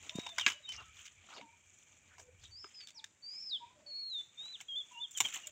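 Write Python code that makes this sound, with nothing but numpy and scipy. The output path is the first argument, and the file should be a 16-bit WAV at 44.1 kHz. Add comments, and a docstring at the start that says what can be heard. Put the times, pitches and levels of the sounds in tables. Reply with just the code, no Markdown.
"""At the edge of a wood, hands snap leaves off a cauliflower: clicks of breaking fibres ring the stalk.
The leaves fold with two sagging pops and rustle as colored crackle; soles and leaves scuff in ringing grains.
A songbird's gliding whistle, heard early, returns halfway; far birds hoot on and off throughout.
Towards the end a sole crushes a crisp stalk. Field hiss and low rumble, both filtered noise, never stop."""
import sys
import numpy as np
from scipy import signal
from scipy.fft import rfft, irfft
from scipy.io import wavfile
from scipy.ndimage import uniform_filter1d

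SR = 44100
rng = np.random.default_rng(int(sys.argv[2]) if len(sys.argv) > 2 else 0)


def master(y):
    """Save y as 16-bit WAV."""
    cut = np.clip(np.atleast_2d(y).T, -1, 1)
    pcm = np.round(cut * 32767)  # scale
    wavfile.write(sys.argv[1], SR, pcm.astype(np.int16))


N = 242991


def undb(db):
    """Decibels to gain."""
    return 10 ** (np.asarray(db) / 20)


def unit(x):
    """Scale to rms 1."""
    return x / np.sqrt(np.mean(x ** 2) + 1e-30)


def colour(x, points):
    """Shape a sound by (Hz, dB) points, joined over log frequency; rms 1."""
    hz, db = np.transpose(points)
    f = np.maximum(np.fft.rfftfreq(len(x), 1 / SR), 1)
    gain = undb(np.interp(np.log(f), np.log(hz), db))
    return unit(irfft(rfft(x) * gain, len(x)))


def band(x, lo_hz, hi_hz, order=3):
    """Causal band-pass."""
    edges_hz = [lo_hz, min(hi_hz, SR / 2 - 1)]
    return signal.sosfilt(signal.butter(order, edges_hz, "band", fs=SR, output="sos"), x)


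def resonance(x, hz, width_hz):
    """One resonance, gain 1 at its centre."""
    return signal.lfilter(*signal.iirpeak(hz, hz / width_hz, SR), x)


def walk(rate_hz):
    """Smooth random wander, rms 1."""
    k = max(int(SR / rate_hz), 1)
    steps = np.repeat(rng.standard_normal(N // k + 1), k)
    return unit(uniform_filter1d(steps, k)[:N])


def add(out, s, x):
    """Mix a short sound in at s seconds."""
    i = max(int(s * SR), 0)
    out[i:i + len(x)] += x[:max(N - i, 0)]


def swells(rows, rest_db):
    """Joint gain of swells (peak s, rise s, fall s, dB) over a resting level; powers add."""
    shape = 1.31  # 1 is a pointed swell, 2 a rounded one
    power = np.full(N, undb(rest_db) ** 2)
    for s, rise_s, fall_s, db in rows:
        t = np.arange(N) / SR - s
        away = np.maximum(-t / rise_s, t / fall_s)
        near = away < 10
        power[near] += (undb(db) * np.exp(-away[near] ** shape)) ** 2
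    return np.sqrt(power)


def fade(t, attack_s, release_s):
    """Attack, hold and release over the times t."""
    return np.clip(np.minimum((t - t[0]) / attack_s, (t[-1] - t) / release_s), 0, 1)


def whistle(hz, second_db, third_db):
    """A nearly pure tone on a moving pitch, with traces of two overtones."""
    phase = 2 * np.pi * np.cumsum(hz) / SR
    overtones = undb(second_db) * np.sin(2 * phase) + undb(third_db) * np.sin(3 * phase)
    return np.sqrt(2) * (np.sin(phase) + overtones)


def fibres(n, rate, spread_db):
    """Random clicks (rate per second): many small fibres give way, and a few large ones."""
    chance, out = rng.random(n), np.zeros(n)
    hits = np.flatnonzero(chance < rate / SR)
    size = -np.log(chance[hits] * SR / rate + 1e-9)
    out[hits] = (-1.) ** hits * undb(spread_db * np.minimum(size, 4))
    return out


def crackle(rate, spread_db, relative_width):
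    """Creases of many sizes buckle, each size ticking at its own pitch."""
    out = 0
    for hz in np.geomspace(170, 15000, 44):
        out = out + resonance(fibres(N, rate, spread_db), hz, relative_width * hz)
    return unit(out)


def trees(x, t60_s, wet_db):
    """The sound plus its diffuse echo from the trunks: decaying noise with a soft onset."""
    t = np.arange(SR) / SR
    echo = rng.standard_normal(SR) * np.exp(-np.log(1000) * t / t60_s) * (1 - np.exp(-t / 0.011))
    return x + undb(wet_db) * signal.fftconvolve(x, echo / np.linalg.norm(echo))[:N]


def field():
    """Open field: faint hiss and a wandering low rumble, both coloured noise."""
    # Each row: frequency in Hz, relative level in dB per Hz.
    air_spectrum = [(30, -19.5), (90, 7), (230, 0.5), (450, -7), (1100, -9.5), (1700, -4.5), (2400, -6),
                    (3300, -12), (4700, -21.5), (6200, -7), (7200, 1.5), (8300, -10), (10000, -29.5),
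                    (16000, -29.5)]
    # Each row: frequency in Hz, relative level in dB per Hz.
    rumble_spectrum = [(20, -32.5), (45, -5), (65, -5.5), (86, 2), (115, -7), (180, -22), (400, -53.5)]
    # Low swells. Each row: peak in seconds, rise in seconds, fall in seconds, level in dB before trim.
    rumble_rows = [(.02, .1, .25, -69), (.51, 0.2, 0.048, -65.5), (.79, .08, 0.14, -59.5),
                   (1.22, 0.17, 0.061, -70.5), (1.7, 0.22, .2, -76.5), (2.48, 0.37, 0.12, -63),
                   (3.8, 0.22, 0.097, -74), (5.222, 0.017, 0.028, -58), (5.51, .05, .05, -74.5)]
    rumble_trim_db, rumble_rest_db = -1, -87.5  # rest is before trim
    air = colour(rng.standard_normal(N), air_spectrum) * undb(-73.5 + .4 * walk(6))
    rumble = colour(rng.standard_normal(N), rumble_spectrum) * swells(rumble_rows, rumble_rest_db)
    return air + rumble * undb(rumble_trim_db)


def far_birds():
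    """Soft hoots from deep in the wood, smeared by the trunks, and a narrow noise band of farther calls."""
    # Each row: start in seconds, length in seconds, pitch in Hz, glide from end to end in Hz,
    # sag in the middle in Hz, level in dB before trim and flutter.
    hoot_rows = [(0.084, .29, 627, 40, -91, -68), (0.103, 0.17, 1019, 0, 16, -66.5),
                 (0.513, .11, 600, -3, -1, -76), (0.73, 0.18, 1330, -63, 21, -69),
                 (1.398, .15, 980, -49, 74, -64.5), (2.21, 0.14, 511, 10, 8, -70),
                 (2.857, .11, 622, 11, 3, -78.5), (2.943, 0.12, 955, -58, 69.5, -70.5),
                 (3.597, 0.066, 954, 32.5, -5, -54.5), (3.654, 0.11, 1004, -56.5, -6, -68),
                 (3.731, .19, 588, -63.5, -13.5, -71.5), (4.735, .1, 600, -24, 9, -73.5),
                 (4.909, 0.035, 990, -50, -4, -53.5), (4.941, 0.11, 962, 14, 24.5, -57.5),
                 (5.448, .12, 603, -12, -12, -65)]
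    # Blurred calls. Each row: middle in seconds, half length in seconds, level in dB.
    call_rows = [(.14, 0.14, -71), (.93, 0.094, -66.5), (1.191, 0.029, -66), (1.52, 0.065, -71),
                 (1.94, 0.47, -73), (2.38, 0.083, -83), (3.016, 0.078, -75), (3.375, 0.092, -70),
                 (3.68, 0.048, -70), (3.981, 0.077, -74), (4.364, 0.03, -71.5), (4.918, 0.053, -72)]
    trim_db, flutter_db, waver_hz = -2, 4.5, 16
    hoots, waver = np.zeros(N), waver_hz * walk(110)
    for s, length_s, hz, glide_hz, sag_hz, level_db in hoot_rows:
        i = np.arange(int(s * SR), min(int((s + length_s) * SR), N))
        along = np.linspace(-1, 1, len(i))
        pitch = hz + glide_hz * along / 2 - sag_hz * (1 - along ** 2) + waver[i]
        hoot = whistle(pitch, second_db=-39.5, third_db=-27) * undb(level_db)
        hoots[i] += hoot * fade(i / SR, attack_s=0.022, release_s=0.018)
    hoots = hoots * undb(trim_db + flutter_db * walk(70))
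    t = np.arange(N) / SR
    calls = sum(undb(db) * np.exp(-((t - s) / half_s) ** 2) for s, half_s, db in call_rows)
    chorus = unit(band(rng.standard_normal(N), 2254, 2480, order=2)) * calls
    return trees(hoots, t60_s=0.3, wet_db=-12.0) + chorus


def songbird():
    """A gliding whistle, trilled most deeply at its top; foliage scatters it and makes it flutter."""
    # Each row: swell peak in seconds, level there in dB before the ring boost, swell from its ends in dB,
    # turns of the pitch as (seconds, Hz).
    note_rows = [(.275, -59.5, 3.3, [(.135, 3660), (.24, 3803), (.332, 3520)]),
                 (.416, -43.5, 8.1, [(.403, 3354), (.435, 2820), (.458, 2720)]),
                 (.505, -51, 17.6, [(.475, 2900), (.535, 3005), (.6, 2900)]), (.657, -58, 19, [(.625, 3940),
                 (.655, 3700), (.69, 3880)]), (.692, -47.5, 11, [(.666, 3030), (.692, 3064), (.742, 3010)]),
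                 (.785, -53, 11, [(.762, 2910), (.785, 2794), (.818, 2720)]), (2.61, -53, 5, [(2.505, 4560),
                 (2.555, 4640), (2.6, 5284), (2.67, 5080)]), (2.79, -54, 4.5, [(2.738, 5130), (2.795, 5000),
                 (2.812, 4575), (2.862, 4500)]), (2.981, -51.5, 14, [(2.943, 6150), (2.978, 5090),
                 (2.992, 4120), (3.006, 3050)]), (3.536, -46.5, 4.2, [(3.22, 4520), (3.29, 4750),
                 (3.42, 5370), (3.495, 5090), (3.513, 3990), (3.535, 3650), (3.556, 3380), (3.578, 2970)]),
                 (3.99, -43, 9, [(3.861, 4480), (3.92, 4320), (3.99, 4347), (4.085, 4260), (4.125, 3936),
                 (4.162, 3636), (4.214, 3473)]), (4.4, -55, 1.5, [(4.37, 3560), (4.475, 3966), (4.53, 4000),
                 (4.551, 3590), (4.57, 2620)]), (4.776, -49.5, 4.7, [(4.682, 3303), (4.753, 3200),
                 (4.766, 3490), (4.795, 3545), (4.824, 3210)]), (4.99, -49, 15.4, [(4.928, 2800),
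                 (4.96, 2734), (5.008, 2960)]), (5.035, -50.5, 5.6, [(4.995, 3456), (5.032, 3592),
                 (5.064, 3070)]), (5.176, -48, 14, [(5.146, 3450), (5.16, 3200), (5.183, 2930)]),
                 (5.257, -42, 5.3, [(5.235, 3090), (5.257, 3256), (5.279, 2960)]),
                 (5.44, -52.5, 12, [(5.428, 2930), (5.465, 2690)])]
    # Each row: pitch in Hz, trill depth in Hz, share scattered by foliage in dB.
    buzz_rows = [(3015, 10, -10.5), (4330, 7.3, -11), (4630, 20, -7), (5290, 147, -5.5)]
    ring_hz, ring_width_hz, ring_db = 3524, 490, 10.5  # louder as it glides through this pitch
    song, scattered = np.zeros(N), np.zeros(N)
    trill_hz = 135 + 28 * walk(60)
    trill = np.sin(2 * np.pi * np.cumsum(trill_hz) / SR)
    waver_hz, flutter_db = 14 * walk(150), 0.2 * walk(90)
    buzz_hz, depth_hz, scatter_db = np.transpose(buzz_rows)
    for peak_s, level_db, swell_db, turns in note_rows:
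        s, turn_hz = np.transpose(turns)
        i = np.arange(int(s[0] * SR), int(s[-1] * SR))
        hz = np.interp(i / SR, s, turn_hz)
        loud_db = level_db - swell_db * np.interp(i / SR, [s[0], peak_s, s[-1]], [1, 0, 1])
        loud_db = loud_db + ring_db * np.exp(-((hz - ring_hz) / ring_width_hz) ** 2)
        pitch = hz + waver_hz[i] + trill[i] * np.interp(hz, buzz_hz, depth_hz)
        note = whistle(pitch, second_db=-56, third_db=-56.5)
        # a note that begins by rising swells in slowly
        attack_s = 0.023 if turn_hz[1] > turn_hz[0] else 0.0071
        note = note * undb(loud_db + flutter_db[i]) * fade(i / SR, attack_s, release_s=.006)
        song[i] += note
        scattered[i] += note * undb(np.interp(hz, buzz_hz, scatter_db))
    t = np.arange(SR // 10) / SR
    foliage = rng.standard_normal(len(t)) * np.exp(-t / 0.019)
    song = song + signal.fftconvolve(scattered, foliage / np.linalg.norm(foliage))[:N]
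    return trees(song, t60_s=0.48, wet_db=-19.0)


def rustle():
    """Leaves crackle and tick, swelling unevenly with each stroke; hard crushing is brighter."""
    # Strokes of hands, cloth and feet. Each row: peak in seconds, rise in seconds, fall in seconds,
    # level in dB before part trims, flapping in dB re level, hiss in dB re level.
    stroke_rows = [(0.044, 0.025, 0.043, -61.5, 6, -1), (.19, 0.23, 0.3, -58, -7, -1.5),
                   (0.404, 0.024, 0.031, -43, -28, -9), (.487, 0.021, 0.026, -39, -18, -5),
                   (.735, 0.057, 0.11, -56, -7.5, -9.5), (.805, 0.012, 0.02, -58.5, 2, -18),
                   (.86, .03, 0.029, -63.5, -22, -3), (1.0, 0.071, 0.11, -57, -18, -3),
                   (1.335, 0.11, 0.038, -58.5, -2.5, -6.5), (1.4, 0.032, 0.038, -67.5, 14.5, -6),
                   (1.8, 0.26, 0.1, -70.5, -3.5, 4), (1.97, 0.11, 0.044, -72.5, 3, 4.5),
                   (2.13, 0.12, 0.05, -69.5, 1.5, -2), (2.21, 0.027, 0.04, -69, 7.5, 7),
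                   (2.45, 0.05, 0.066, -65, -5, -0.5), (2.655, 0.032, 0.13, -66, -6, -1),
                   (2.83, 0.069, 0.036, -64.5, -8, -4), (3.36, 0.12, 0.086, -74, 1, 7),
                   (3.8, 0.51, 0.23, -88, 21.5, -19), (4.231, 0.12, 0.094, -70, -0.5, 4.5),
                   (4.451, 0.094, 0.16, -64.5, -2, 1), (4.61, 0.018, 0.016, -59.5, -20, 4.5),
                   (4.92, 0.27, 0.22, -68.5, -4.5, 2.5), (5.135, 0.014, 0.02, -69.5, -11, 15),
                   (5.184, .012, 0.0034, -57.5, -6, 18), (5.245, 0.011, 0.027, -52.5, 4.5, 6.5),
                   (5.361, 0.11, 0.042, -46.5, -14, -2.5), (5.46, 0.09, 0.07, -59.5, -6, -0.5)]
    # Spectra of the parts. Each row: frequency in Hz, relative level in dB per Hz.
    crinkle_spectrum = [(600, -34.5), (1200, -1), (1700, -1.5), (2400, 5), (3300, 5.5), (4400, -11.5),
                        (6000, -10.5), (9000, -48)]
    flap_spectrum = [(60, -30.5), (180, 0.5), (500, -1), (900, -0.5), (1400, -7), (2500, -3.5), (4700, -11),
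                     (6500, -16), (10000, -41.5)]
    hiss_spectrum = [(3000, -28), (4800, -24.5), (6000, 1.5), (7100, 5.5), (8000, -5.5), (9200, -19),
                     (11000, -34), (13500, -27.5), (15000, -21.5), (16500, -34.5)]
    sparkle_spectrum = [(7000, -25.5), (9000, -10.5), (11000, -19), (13500, -7.5), (15000, 2), (16500, -15)]
    stir_db, flap_rest_db = -80.5, -76  # before trims: the leaves never lie quite still
    grip = undb(1.7 * walk(90))
    s, rise_s, fall_s, db, more_flap_db, more_hiss_db = np.transpose(stroke_rows)
    crinkle = swells(zip(s, rise_s, fall_s, db), stir_db)
    flap = swells(zip(s, rise_s, fall_s, db + more_flap_db), flap_rest_db)
    hiss = swells(zip(s, rise_s, fall_s, db + more_hiss_db), stir_db)
    parts = [(crinkle_spectrum, crinkle * undb(-1.5)),
             (flap_spectrum, flap * undb(-6)),
             (hiss_spectrum, hiss),
             (sparkle_spectrum, hiss ** 1.5 * undb(7))]  # sparkle outgrows the hiss
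    out = 0
    for spectrum, gain in parts:
        ticks = unit(fibres(N, rate=1800, spread_db=2.5))
        grains = crackle(rate=170, spread_db=3.8, relative_width=.055) + .7 * ticks
        out = out + colour(grains * grip, spectrum) * gain
    return out


def scuffs():
    """Leaves wrenched or landing, soles on soil and litter: ringing grains; high ones die sooner."""
    # Each row: middle in seconds, half length in seconds, centre in Hz, width in Hz, level in dB before gain.
    scuff_rows = [(0.266, 0.0045, 873, 218, -40.5), (0.384, 0.0049, 880, 160, -36.5),
                  (0.474, .008, 324, 60, -46.5), (0.741, 0.034, 5580, 1280, -50.5),
                  (0.751, 0.039, 2200, 500, -64), (0.794, 0.029, 1216, 406, -53.5),
                  (0.812, 0.018, 900, 396, -60.5), (1.334, 0.041, 1130, 490, -55),
                  (1.364, 0.033, 4630, 870, -56.5), (1.381, 0.026, 550, 242, -53.5),
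                  (1.431, 0.028, 264, 160, -57), (2.129, 0.028, 1600, 498, -62),
                  (2.196, 0.016, 724, 497, -60.5), (2.437, 0.032, 4900, 790, -67.5),
                  (2.453, 0.025, 3520, 298, -56), (2.641, 0.0035, 400, 69, -46),
                  (3.042, .003, 1840, 250, -45.5), (3.809, 0.028, 422, 250, -71),
                  (4.419, 0.017, 654, 139, -69.5), (4.6, 0.013, 1560, 300, -66),
                  (5.208, 0.0079, 285, 260, -54), (5.376, 0.025, 860, 296, -61.5)]
    gain_db, spread_db = 7, 4
    grains_per_s, max_ring_s, max_cycles = 2000, 0.005, 5.1  # rate is per second of half length
    out, t = np.zeros(N), np.arange(SR // 40) / SR
    for s, half_s, hz, width_hz, db in scuff_rows:
        count = int(np.clip(grains_per_s * half_s, 16, 120))
        when, pitch, size = rng.standard_normal(size=(120, 3))[:count].T
        ring_s = min(max_ring_s, max_cycles / hz)
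        # the grains share the energy of the whole swell
        share = np.sqrt(half_s / ring_s / count)
        sizes = unit(undb(spread_db * size)) * undb(db + gain_db) * share
        for delay_s, detune_hz, gain in zip(when * half_s / 2, pitch * width_hz / 2, sizes):
            tone = np.sin(2 * np.pi * (hz + detune_hz) * t)
            grain = tone * np.exp(-t / ring_s) * (1 - np.exp(-t * hz))
            add(out, s + delay_s, gain * grain)
    return out


def pops():
    """Leaves fold against the head: a pocket of air rings briefly while its pitch sags."""
    # Each row: start in seconds, first pitch in Hz, last pitch in Hz, peak in dB, swell time in seconds.
    pop_rows = [(0.1533, 267, 176.6, -34, 0.0026), (0.1862, 470, 118.3, -27, 0.0011)]
    sag_s = 0.0023
    out, t = np.zeros(N), np.arange(SR // 20) / SR
    for s, first_hz, last_hz, db, swell_s in pop_rows:
        hz = last_hz + (first_hz - last_hz) * np.exp(-t / sag_s)
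        phase = 2 * np.pi * np.cumsum(hz) / SR
        envelope = t / swell_s * np.exp(1 - t / swell_s)
        add(out, s, undb(db) * np.sin(phase) * envelope)
    return out


def breaking(rows, tone):
    """A first crack, a run of breaking fibres, then stragglers that crackle away; all ring the stalk."""
    # Stalk resonances. Each row: frequency in Hz, width in Hz, gain in dB.
    mode_rows = [(310, 230, -18), (980, 610, -3), (1673, 90, -1.5), (2332, 270, 4.5), (2870, 730, 3),
                 (3630, 190, 2), (5300, 1340, -6.5), (7290, 680, 16), (7080, 700, -12), (15540, 4400, 4)]
    # Body, crack, edge, sizzle and air. Each row: low edge in Hz, high edge in Hz.
    tone_bands = [(220, 1300), (1400, 3900), (4100, 5800), (5900, 8700), (10000, 16000)]
    first_db, release_s = 12, 0.0017
    tail_db, tail_s = -17, 0.012
    blade_db, blade_s = -5, 0.00114
    ring_db, ring_width_hz = 9, 380
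    out, t = np.zeros(N), np.arange(SR // 10) / SR
    edge_db, air_db = tone
    for s, tear_s, hz, level_db, body_db, bright_db in rows:
        run = fibres(len(t), rate=6000, spread_db=1.5) * np.exp(-np.maximum(t - tear_s, 0) / release_s)
        run[0] = undb(first_db)
        stragglers = fibres(len(t), rate=4000, spread_db=7.5)
        run += undb(tail_db) * stragglers * np.exp(-t / tail_s)
        # each break spreads through the leaf blade for about a millisecond
        blade = rng.standard_normal(len(t)) * np.exp(-t / blade_s)
        spread = signal.fftconvolve(run, blade / np.linalg.norm(blade))[:len(t)]
        run = run + undb(blade_db) * spread
        ring = sum(undb(db) * resonance(run, mode_hz, width_hz) for mode_hz, width_hz, db in mode_rows)
        ring = ring + undb(ring_db) * resonance(ring, hz, ring_width_hz)
        # the soil's reflection cancels the sound near 500 Hz
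        ring = ring - resonance(ring, hz=537, width_hz=470)
        # brightness tilts everything above the crack
        shape_db = (body_db, 0, bright_db / 2 + edge_db, bright_db, bright_db + air_db)
        for (lo_hz, hi_hz), db in zip(tone_bands, shape_db):
            part = band(ring, lo_hz, hi_hz)
            add(out, s, part * undb(level_db + db) / np.std(part[t < tear_s + .001]))
    return out


def crushed_stalks():
    """Crisp stalks crushed under a sole: fibres break in runs of clicks."""
    # Each row: start in seconds, tearing time in seconds, ring in Hz, level in dB, body in dB re level,
    # brightness in dB re level.
    crush_rows = [(4.604, .0016, 3280, -46, -19, -18), (4.61, 0.0069, 2420, -51, -8.5, -0.5),
                  (5.109, 0.0093, 7300, -69, -27, 18.5), (5.174, 0.0019, 7060, -48.5, -29, 14.5),
                  (5.18, 0.0062, 3200, -45.5, -39, 5), (5.2036, 0.0053, 7080, -26.5, -8.5, 2.5),
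                  (5.251, 0.0064, 2970, -36.5, -17, -21), (5.261, .0014, 3120, -48, -10, -3),
                  (5.286, .005, 6260, -49, -29, -1), (5.339, 0.0016, 6300, -51.5, -24, 13.5),
                  (5.358, 0.0018, 7060, -55, 0, 15), (5.364, 0.0024, 2900, -40.5, -11, -25),
                  (5.47, .0055, 7160, -53, -32, 12.5)]
    # Edge in dB re the mean of crack and sizzle, air in dB re sizzle.
    crush_tone = (-7.5, -15.5)
    return breaking(crush_rows, crush_tone)


def snapped_ribs():
    """Ribs snapped by hand and stems knocked about: fibres break in runs of clicks."""
    # Each row: start in seconds, tearing time in seconds, ring in Hz, level in dB, body in dB re level,
    # brightness in dB re level.
    snap_rows = [(.046, 0.0042, 3060, -59, -28, -24), (.094, 0.0036, 3660, -38.5, -39, -14),
                 (.156, 0.0057, 3700, -57.5, -13, 8), (.184, 0.002, 690, -56, 3, 0),
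                 (.193, 0.0074, 3800, -48.5, -14, -5.5), (.265, 0.0043, 3700, -41.5, -17, -13),
                 (.29, 0.0028, 3620, -47, -6, -7), (.383, 0.0039, 910, -30.5, -13, -8),
                 (.396, .0024, 3500, -35.5, -23, -13), (.411, 0.0053, 3200, -40.5, -12, -5.5),
                 (.464, 0.004, 1810, -19.5, -12.5, -19), (.479, 0.0025, 1780, -38, -2.5, -4),
                 (.5, 0.0048, 3640, -42.5, -4, -6.5), (.52, 0.0018, 2930, -41.5, -6.5, -12),
                 (.691, 0.00074, 3070, -45, -11, -2.5), (.721, 0.0055, 6240, -47.5, -18, -7),
                 (.736, 0.003, 2150, -49.5, -23, -21), (1.056, 0.013, 6200, -55.5, -30, -1),
                 (1.077, 0.0054, 3300, -54, -33, -18), (1.364, 0.013, 4400, -53.5, -4.5, -15),
                 (1.38, 0.0083, 4420, -52, -12, -18), (1.412, 0.0027, 2140, -49, -9, -37),
                 (2.182, 0.0051, 2060, -57.5, -1.5, -6), (2.197, 0.0036, 5750, -56.5, 0, 1),
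                 (2.643, 0.0038, 1310, -52.5, 2.5, -21), (2.806, 0.0093, 4320, -54.5, -24, -15),
                 (2.872, 0.0021, 3500, -52, -25, 0), (2.885, 0.011, 3600, -58.5, -22, -3.5),
                 (2.905, 0.0011, 3670, -57.5, -24, 0), (3.042, 0.0032, 3760, -46.5, -19, -2.5),
                 (4.458, 0.002, 3850, -63, 1, -3)]
    # Edge in dB re the mean of crack and sizzle, air in dB re sizzle.
    snap_tone = (-0.8, -18.5)
    return breaking(snap_rows, snap_tone)


def scene():
    """Leaves close by, birds behind, the field around."""
    close = rustle() + scuffs() + pops() + crushed_stalks() + snapped_ribs()
    leaves = trees(close, t60_s=0.65, wet_db=-27.5)
    return (field() + far_birds() + songbird() + leaves)[None]


def record(dry):
    """The recorder cuts the deepest bass and the top."""
    dry = signal.sosfilt(signal.butter(2, 55, "high", fs=SR, output="sos"), dry)
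    return signal.sosfilt(signal.ellip(10, .2, 70, 15800, fs=SR, output="sos"), dry)


dry = scene()
out = record(dry)
master(out)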